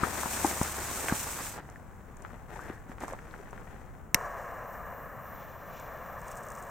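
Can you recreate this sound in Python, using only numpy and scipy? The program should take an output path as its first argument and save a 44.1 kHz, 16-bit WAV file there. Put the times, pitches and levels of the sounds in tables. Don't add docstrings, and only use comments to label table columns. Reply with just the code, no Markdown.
import sys
import numpy as np
from scipy import signal
from scipy.fft import rfft, irfft, next_fast_len
from scipy.io import wavfile

SR = 44100
rng = np.random.default_rng(int(sys.argv[2]) if len(sys.argv) > 2 else 0)


def put_to_file(sound):
    columns = np.atleast_2d(sound).T
    safe = np.clip(columns, -1, 1)
    whole_steps = np.round(safe * 32767)
    wavfile.write(sys.argv[1], SR, whole_steps.astype(np.int16))


N = 295470
TIME = np.arange(N) / SR

# freq_hz, relative_density_db
AIR_SPECTRUM = [(12, -20), (20, 0.5), (116, -7.5), (138, -7), (222, -11.5), (255, -15), (328, -18.5),
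                (357, -19.5), (1260, -21.5), (1370, -23.5), (1530, -24.5), (4540, -58.5), (7110, -42),
                (10800, -50.5), (16000, -42)]
# freq_hz, correlation_0_to_1
AIR_LIKENESS = [(25, 0), (70, 0.84), (1000, 0.63), (3000, 0.6), (10000, 0.24)]
# freq_hz, correlation_0_to_1
GROUND_LIKENESS = [(200, 0.83), (700, 0.9), (1600, 0.77), (4000, 0.42), (7500, 0.24), (13000, 0)]
# freq_hz, correlation_0_to_1
JET_LIKENESS = [(500, 0.98), (3500, 1), (7000, 1), (14000, 0.87)]
# time_s, relative_level_db
SLIDE_FLOW = [(0.0, -53), (0.042, -44.5), (0.46, -39.5), (0.78, -42.5), (1.2, -40.5), (1.32, -43.5),
              (1.462, -42.5), (1.55, -49.5)]
# freq_hz, relative_density_db
GRIND_SPECTRUM = [(59, -32), (100, 3), (113, -8), (210, -3.5), (313, -5.5), (366, -2.5), (401, -7),
                  (937, -1.5), (1690, -5), (2030, -8), (2640, -15.5), (2940, -21), (4000, -18),
                  (5200, -18.5), (8800, -120)]
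# freq_hz, relative_density_db
GRIT_HISS_SPECTRUM = [(2200, 2), (3000, -7.5), (4800, -11.5), (5600, -3.5), (8200, 1.5), (9500, -3.5),
                      (10900, -12), (12500, -5), (14500, -3.5), (16000, -13.5)]
# time_s, left_minus_right_db
FEET_SIDE = [(0.05, 7), (0.52, 3), (1.44, -1.5), (2.31, 7.5), (3.11, 0), (3.23, 4), (4.1, 7.5)]
# peak_s, level_db, half_length_s
SCUFFS = [(0.065, -37.5, .035), (0.5, -40.5, 0.058), (0.79, -38, 0.013), (1.06, -40.5, 0.058),
          (1.578, -42, 0.017), (1.69, -55.5, 0.063), (2.29, -54.5, 0.091), (2.54, -45.5, 0.034),
          (2.66, -47, 0.08), (2.913, -49, 0.018), (3.032, -39, 0.017), (3.1, -44, .035), (3.27, -54, 0.12),
          (3.57, -54, 0.3)]
# freq_hz, relative_density_db
SCUFF_SPECTRUM = [(88, -28), (150, -9), (285, -3.5), (503, -2.5), (596, -5.5), (738, -2.5), (1130, -7.5),
                  (1780, -8), (3290, -26), (4500, -32.5), (5850, -72), (9900, -120)]
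# freq_hz, relative_density_db
RUSTLE_SPECTRUM = [(2500, -33), (3400, -9), (4700, -6.5), (5800, 1), (8200, 1.5), (10800, -11),
                   (13000, -0.5), (16000, -17)]
# time_s, resonance_hz, level_db
DRAG = [(2.57, 1285, -72), (2.6, 1496, -48.5), (2.66, 1732, -56), (2.77, 1730, -58), (2.84, 1690, -72)]
# start_s, level_db, pitch_hz, swell_cycles
THUDS = [(0.0325, -17, 228, 0.23), (0.258, -31, 225, .36), (0.4455, -17.5, 314, 0.95),
         (0.6135, -15.5, 192, 0.23), (1.1232, -15, 213, 0.29), (2.6995, -29, 310, 0.58),
         (2.896, -34.5, 230, 0.51), (3.033, -32.5, 280, .35), (3.398, -40.5, 397, 1.2)]
# start_s, level_db, pitch_hz, swell_cycles
STONES = [(0.0354, -15.5, 1290, 1.34), (0.0394, -19, 1480, 0.67), (0.2338, -19.5, 1060, 0.41),
          (0.2587, -21, 930, .4), (0.4455, -14.5, 826, 1.34), (0.6147, -17, 900, 0.45),
          (1.0847, -15, 1910, 0.4), (1.0964, -24.5, 1610, 2.3), (1.124, -19.5, 1060, 0.46),
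          (1.759, -37, 1750, 1.2), (2.2494, -27, 1280, 0.43), (2.3058, -39.5, 1340, 0.69),
          (2.559, -37, 876, 2), (2.592, -32, 1210, 0.92), (2.6988, -28.5, 1200, 0.2),
          (2.9177, -29, 960, 0.21), (2.9832, -31, 1160, 0.2), (3.037, -24, 730, 0.27),
          (3.0814, -28, 1070, 0.71), (3.122, -35, 580, 1.3), (3.135, -26, 730, 0.24),
          (3.19, -33.5, 1670, 0.56), (3.311, -47.5, 4000, 0.71), (3.340, -31, 1490, 0.89),
          (3.5307, -28, 810, 0.19), (3.578, -35.5, 1560, .6)]
# start_s, relative_level_db
GRIT_TICKS = [(0.4652, -23.5), (0.6314, -25), (1.6995, -46.5), (2.169, -48.5), (2.2218, -45.5),
              (2.5604, -50), (3.0049, -43), (3.0804, -40), (3.129, -43), (3.5089, -50)]
# start_s, relative_level_db
SNAP = [(4.1446, 0), (4.1454, -5), (4.1465, -11)]
# freq_hz, relative_level_db, t60_s
LIGHTER_MODES = [(942, -25.5, 0.03), (1850, -8, 0.026), (2170, -9.5, 0.011), (2750, -15, 0.0098),
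                 (4030, -16, 0.0044), (5350, -14.5, 0.014), (5890, -7, 0.0089), (7060, -14, 0.014),
                 (8090, -14, 0.017), (9160, -25, 0.024), (11680, -19, 0.01), (12500, -18, 0.0062),
                 (13700, -11, 0.0051), (16600, -17, .009)]
# time_s, relative_level_db
JET_STRENGTH = [(4.18, -38), (4.52, -42), (5.6, -48), (5.99, -44), (6.17, -45), (6.7, -44.5)]
# freq_hz, relative_density_db
ROAR_SPECTRUM = [(250, -20), (400, -8), (520, -3), (680, -1), (1000, 0), (1250, -3), (1650, -6),
                 (2000, -10), (2300, -21.5), (2800, -25), (3300, -38), (4200, -37), (5200, -54)]
# freq_hz, relative_density_db
JET_HISS_SPECTRUM = [(3000, -20), (4500, -11), (5700, 3.5), (7200, 2), (9300, -3), (10700, -17.5),
                     (16000, -18)]
# peak_s, level_db, half_length_s
FLARES = [(5.45, -66.5, 0.09), (5.78, -59, 0.064), (6.29, -62.5, .04)]
# freq_hz, relative_density_db
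FLARE_SPECTRUM = [(2300, 11.5), (3000, 0), (4000, -5.5), (4700, -11.5), (5800, -2), (7000, -5.5)]
# peak_s, level_db, half_length_s
WHISTLE_SWELLS = [(4.74, -60, .06), (4.97, -60.5, 0.097), (5.35, -58, 0.12), (5.8, -60.5, 0.14),
                  (6.1, -61, 0.055)]
# freq_hz, relative_density_db
WHISTLE_SPECTRUM = [(10500, -35), (11800, -11.5), (13200, -3), (14400, 3), (15200, 1.5), (16000, -18)]
# start_s, relative_level_db
SPITS = [(5.7981, -38.5), (6.216, -41), (6.266, -46), (6.282, -35.5), (6.315, -33), (6.3713, -32.5),
         (6.4348, -41), (6.486, -36.5), (6.5035, -36), (6.519, -35), (6.5517, -36), (6.5868, -39),
         (6.6253, -36)]
# freq_hz, relative_level_db, t60_s
TIP_MODES = [(6060, -8.5, 0.004), (7260, -5, 0.0036), (8700, -7, 0.0034), (13800, -14, .003)]
# freq_hz, relative_density_db
SIZZLE_SPECTRUM = [(4800, -7), (5900, -2), (8000, 0), (9500, -5), (10700, -20), (12800, -6), (16000, -11)]

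AIR_DB = -48
GRIND_DB, GRIND_SAG_DB_PER_S = -38, 2.5
GRIND_END_S, GRIND_RELEASE_S = 1.66, 0.27
HISS_END_S, HISS_RELEASE_S = 1.59, 0.055
CHURN_DB, CHURN_KNOTS_PER_S = 0.76, 18
HUM_HZ, HUM_DB = 70.3, -49
STANDING_DB = -59
STANDING_START_S, STANDING_END_S, STANDING_FADE_S = 1.5, 3.94, 0.1
SAND_DB = -14.5
SETTLE_MIN_S, SETTLE_MAX_S, SETTLE_LOSS_DB = 0.007164, 0.0144, 12.5
JET_START_S, RUN_ON_S = 4.148, 8
LICK_DB, LICK_START_S = -67.5, 5.2
WHISTLE_DB = -63.5
ECHO_S, ECHO_GAIN = 0.001732, 0.36
CUTOFF_HZ, ROUNDING_LEVEL = 16000, 0.62


def from_db(db):
    return 10 ** (np.asarray(db) / 20)


def rms_one(x):
    return x / np.sqrt(np.mean(x ** 2) + 1e-20)


def track(rows):
    time_s, *columns = np.transpose(rows)
    return [np.interp(TIME, time_s, column) for column in columns]


def gate(start_s, end_s, fade_s):
    rise = np.clip((TIME - start_s) / fade_s, 0, 1)
    fall = np.clip((end_s - TIME) / fade_s, 0, 1)
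    return rise * fall


def swells(rows):
    power = np.zeros(N)
    for peak_s, level_db, half_s in rows:
        bell = np.exp(-np.minimum(((TIME - peak_s) / half_s) ** 2, 100))
        power += from_db(level_db) ** 2 * bell
    return np.sqrt(power)


def at_hz(points, hz):
    table = np.array(points)
    return np.interp(np.log(hz + 1), np.log(table[:, 0]), table[:, 1])


def pan(x, left_db):
    return x * from_db(np.array([[1], [-1]]) * left_db / 2)


def band(x, low_hz, high_hz, order=2):
    edges_hz = [low_hz, min(high_hz, 0.49 * SR)]
    return signal.sosfilt(signal.butter(order, edges_hz, "band", fs=SR, output="sos"), x + 1e-18)


def drift(knots_per_s):
    knots = rng.standard_normal(4096)
    return rms_one(np.interp(TIME * knots_per_s, np.arange(len(knots)), knots))


def turbulence(flutter_db):
    return rng.standard_normal((2, N)) * from_db(flutter_db * drift(70))


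def grains(per_s, spread_db, clump_db):
    born = rng.random(N) < per_s / SR
    spread = spread_db * np.minimum(rng.exponential(1, N), 4)
    sizes = from_db(spread + clump_db * drift(90))
    return born * sizes * rng.standard_normal((2, N))


def colour(pair, spectrum, likeness):
    size = next_fast_len(N)
    hz = np.arange(size // 2 + 1) * SR / size
    low_edge = 1 / (1 + (spectrum[0][0] / (hz + 1)) ** 8)
    high_edge = 1 / (1 + (hz / spectrum[-1][0] / 1.1) ** 16)
    mid, side = rfft(pair, size) * from_db(at_hz(spectrum, hz)) * low_edge * high_edge
    alike = np.clip(at_hz(likeness, hz), -1, 1)
    stereo = np.sqrt(1 + alike) * mid + np.sqrt(1 - alike) * side * [[1], [-1]]
    return rms_one(irfft(stereo, size)[:, :N])


def clicks(rows):
    out = np.zeros(N)
    for start_s, level_db, *_ in rows:
        out[round(start_s * SR)] += from_db(level_db)
    return out


def bursts(rows, decay_s):
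    envelope = signal.lfilter([1], [1, -np.exp(-1 / (decay_s * SR))], clicks(rows) + 1e-18)
    return envelope * rng.standard_normal((2, N))


def ring(x, freq_hz, t60_s):
    radius = from_db(-60 / (t60_s * SR))
    angle = 2 * np.pi * freq_hz / SR
    poles = [1, -2 * radius * np.cos(angle), radius * radius]
    return signal.lfilter([0, np.sin(angle)], poles, x + 1e-18)


def struck(blows, modes):
    out = np.zeros(N)
    for k, (freq_hz, level_db, t60_s) in enumerate(modes):
        out += (-1) ** k * from_db(level_db) * ring(blows, freq_hz, t60_s)
    return out


def knocks(rows):
    out, age_s = np.zeros(N), TIME[:SR // 10]
    for start_s, level_db, pitch_hz, swell_cycles in rows:
        swell = age_s * pitch_hz / swell_cycles
        envelope = from_db(level_db) * swell * np.exp(1 - swell)
        start = round(start_s * SR)
        out[start:start + len(age_s)] += envelope * np.sin(2 * np.pi * pitch_hz * age_s)
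    return out


def near_echo(x):
    late = np.array([np.interp(TIME - ECHO_S, TIME, channel) for channel in x])
    return (x + ECHO_GAIN * late) / np.hypot(1, ECHO_GAIN)


def open_air():
    air = colour(rng.standard_normal((2, N)), AIR_SPECTRUM, AIR_LIKENESS)
    return pan(from_db(AIR_DB) * air, left_db=2.5)


def handling_rumble():
    rumble = rms_one(band(turbulence(flutter_db=-1.0), 16.4, 54.4))
    return from_db(-51.0) * rumble * gate(1.57, 4.44, 0.49)


def sliding_grit():
    grind_gain = from_db(GRIND_DB - GRIND_SAG_DB_PER_S * TIME) * gate(-1, GRIND_END_S, GRIND_RELEASE_S)
    coarse = colour(grains(per_s=3500, spread_db=0.5, clump_db=2.0), GRIND_SPECTRUM, GROUND_LIKENESS)

    flow = from_db(track(SLIDE_FLOW)[0]) * from_db(CHURN_DB * drift(CHURN_KNOTS_PER_S))
    hiss_gain = from_db(3.0) * flow * gate(-1, HISS_END_S, HISS_RELEASE_S)
    fine = colour(grains(per_s=15000, spread_db=-1.0, clump_db=1.17), GRIT_HISS_SPECTRUM, GROUND_LIKENESS)

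    phase = 2 * np.pi * np.cumsum(HUM_HZ * (1 + 0.033 * drift(9.4))) / SR
    hum = from_db(HUM_DB + 2.0 * drift(4.8)) * np.sqrt(2) * np.sin(phase)
    grit = pan(grind_gain * coarse, track(FEET_SIDE)[0]) + pan(hiss_gain * fine, left_db=1.0)
    return grit + hum * gate(-1, 1.46, 0.23)


def shuffling():
    standing = from_db(STANDING_DB) * gate(STANDING_START_S, STANDING_END_S, STANDING_FADE_S)
    pressure = np.hypot(swells(SCUFFS), standing)
    pebbles = colour(grains(per_s=1800, spread_db=1.5, clump_db=1.5), SCUFF_SPECTRUM, GROUND_LIKENESS)
    sand = colour(grains(per_s=7000, spread_db=3.0, clump_db=1.1), RUSTLE_SPECTRUM, GROUND_LIKENESS)
    low = pan(pressure * pebbles, track(FEET_SIDE)[0])
    return low + pan(pressure * from_db(SAND_DB) * sand, left_db=3.0)


def dragging():
    resonance_hz, level_db = track(DRAG)
    rasp = signal.sosfilt(signal.butter(2, 170, fs=SR, output="sos"), rng.standard_normal(N))
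    scrape = rms_one(rasp * np.sin(2 * np.pi * np.cumsum(resonance_hz) / SR))
    return pan(from_db(level_db) * scrape * gate(2.56, 2.85, 0.02), left_db=5)


def footsteps():
    delays_s = rng.uniform(SETTLE_MIN_S, SETTLE_MAX_S, len(STONES))
    settling = [(start_s + delay_s, level_db - SETTLE_LOSS_DB, pitch_hz, swell_cycles)
                for (start_s, level_db, pitch_hz, swell_cycles), delay_s in zip(STONES, delays_s)]
    contacts = knocks(THUDS) + knocks(STONES) + knocks(settling)
    crumbs = from_db(-6) * band(bursts(STONES, decay_s=0.015), 450, 1660, order=3)
    ticks = from_db(5.5) * band(bursts(GRIT_TICKS, decay_s=0.0023), 5800, 9100)
    return pan(contacts + crumbs, track(FEET_SIDE)[0]) + ticks


def igniter():
    body = from_db(-0.5) * struck(clicks(SNAP), LIGHTER_MODES)
    crack = from_db(-15.0) * band(bursts(SNAP, decay_s=0.0018), 900, 12000)
    scatter = from_db(-35) * band(bursts(SNAP, decay_s=0.0088), 4500, 8800)
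    jolt = knocks([(4.1487, -19, 160, 0.14)])
    return pan(body + crack + scatter + jolt, left_db=2.0)


def jet():
    strength = from_db(track(JET_STRENGTH)[0])
    roar = from_db(0.45) * strength * colour(turbulence(flutter_db=0.88), ROAR_SPECTRUM, JET_LIKENESS)

    hiss_gain = from_db(-61.5) * (strength / strength.max()) ** 1.48
    hiss = hiss_gain * colour(turbulence(flutter_db=1.5), JET_HISS_SPECTRUM, JET_LIKENESS)

    lick = from_db(LICK_DB) * gate(LICK_START_S, RUN_ON_S, 0.077)
    contact = np.hypot(swells(FLARES), lick)
    splash = contact * colour(turbulence(flutter_db=1.0), FLARE_SPECTRUM, JET_LIKENESS)

    whistle_gain = np.hypot(from_db(WHISTLE_DB), swells(WHISTLE_SWELLS))
    whistle = whistle_gain * colour(turbulence(flutter_db=0.3), WHISTLE_SPECTRUM, JET_LIKENESS)

    flame = pan(near_echo(roar + hiss + splash), left_db=1.55) * gate(JET_START_S, RUN_ON_S, 0.0018)
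    return flame + pan(whistle, left_db=1.0) * gate(JET_START_S, RUN_ON_S, 0.02)


def heated_tip():
    spits = band(from_db(0.5) * struck(clicks(SPITS), TIP_MODES), 4800, 16000, order=3)
    spray = from_db(-10.0) * band(bursts(SPITS, decay_s=0.0042)[0], 5500, 10000, order=4)
    fizz = colour(grains(per_s=1100, spread_db=1.0, clump_db=2.5), SIZZLE_SPECTRUM, JET_LIKENESS)
    sizzle = from_db(-61.5) * fizz * gate(6.17, RUN_ON_S, 0.071)
    return pan(spits + spray + sizzle, left_db=2.5)


def scene():
    background = open_air() + handling_rumble()
    ground = sliding_grit() + shuffling() + dragging() + footsteps()
    return background + ground + igniter() + jet() + heated_tip()


def record(dry):
    lean = signal.sosfilt(signal.butter(1, 24, "high", fs=SR, output="sos"), dry)
    rounded = ROUNDING_LEVEL * np.tanh(lean / ROUNDING_LEVEL)
    return signal.sosfilt(signal.ellip(10, 0.2, 70, CUTOFF_HZ, fs=SR, output="sos"), rounded)


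dry = scene()
out = record(dry)
put_to_file(out)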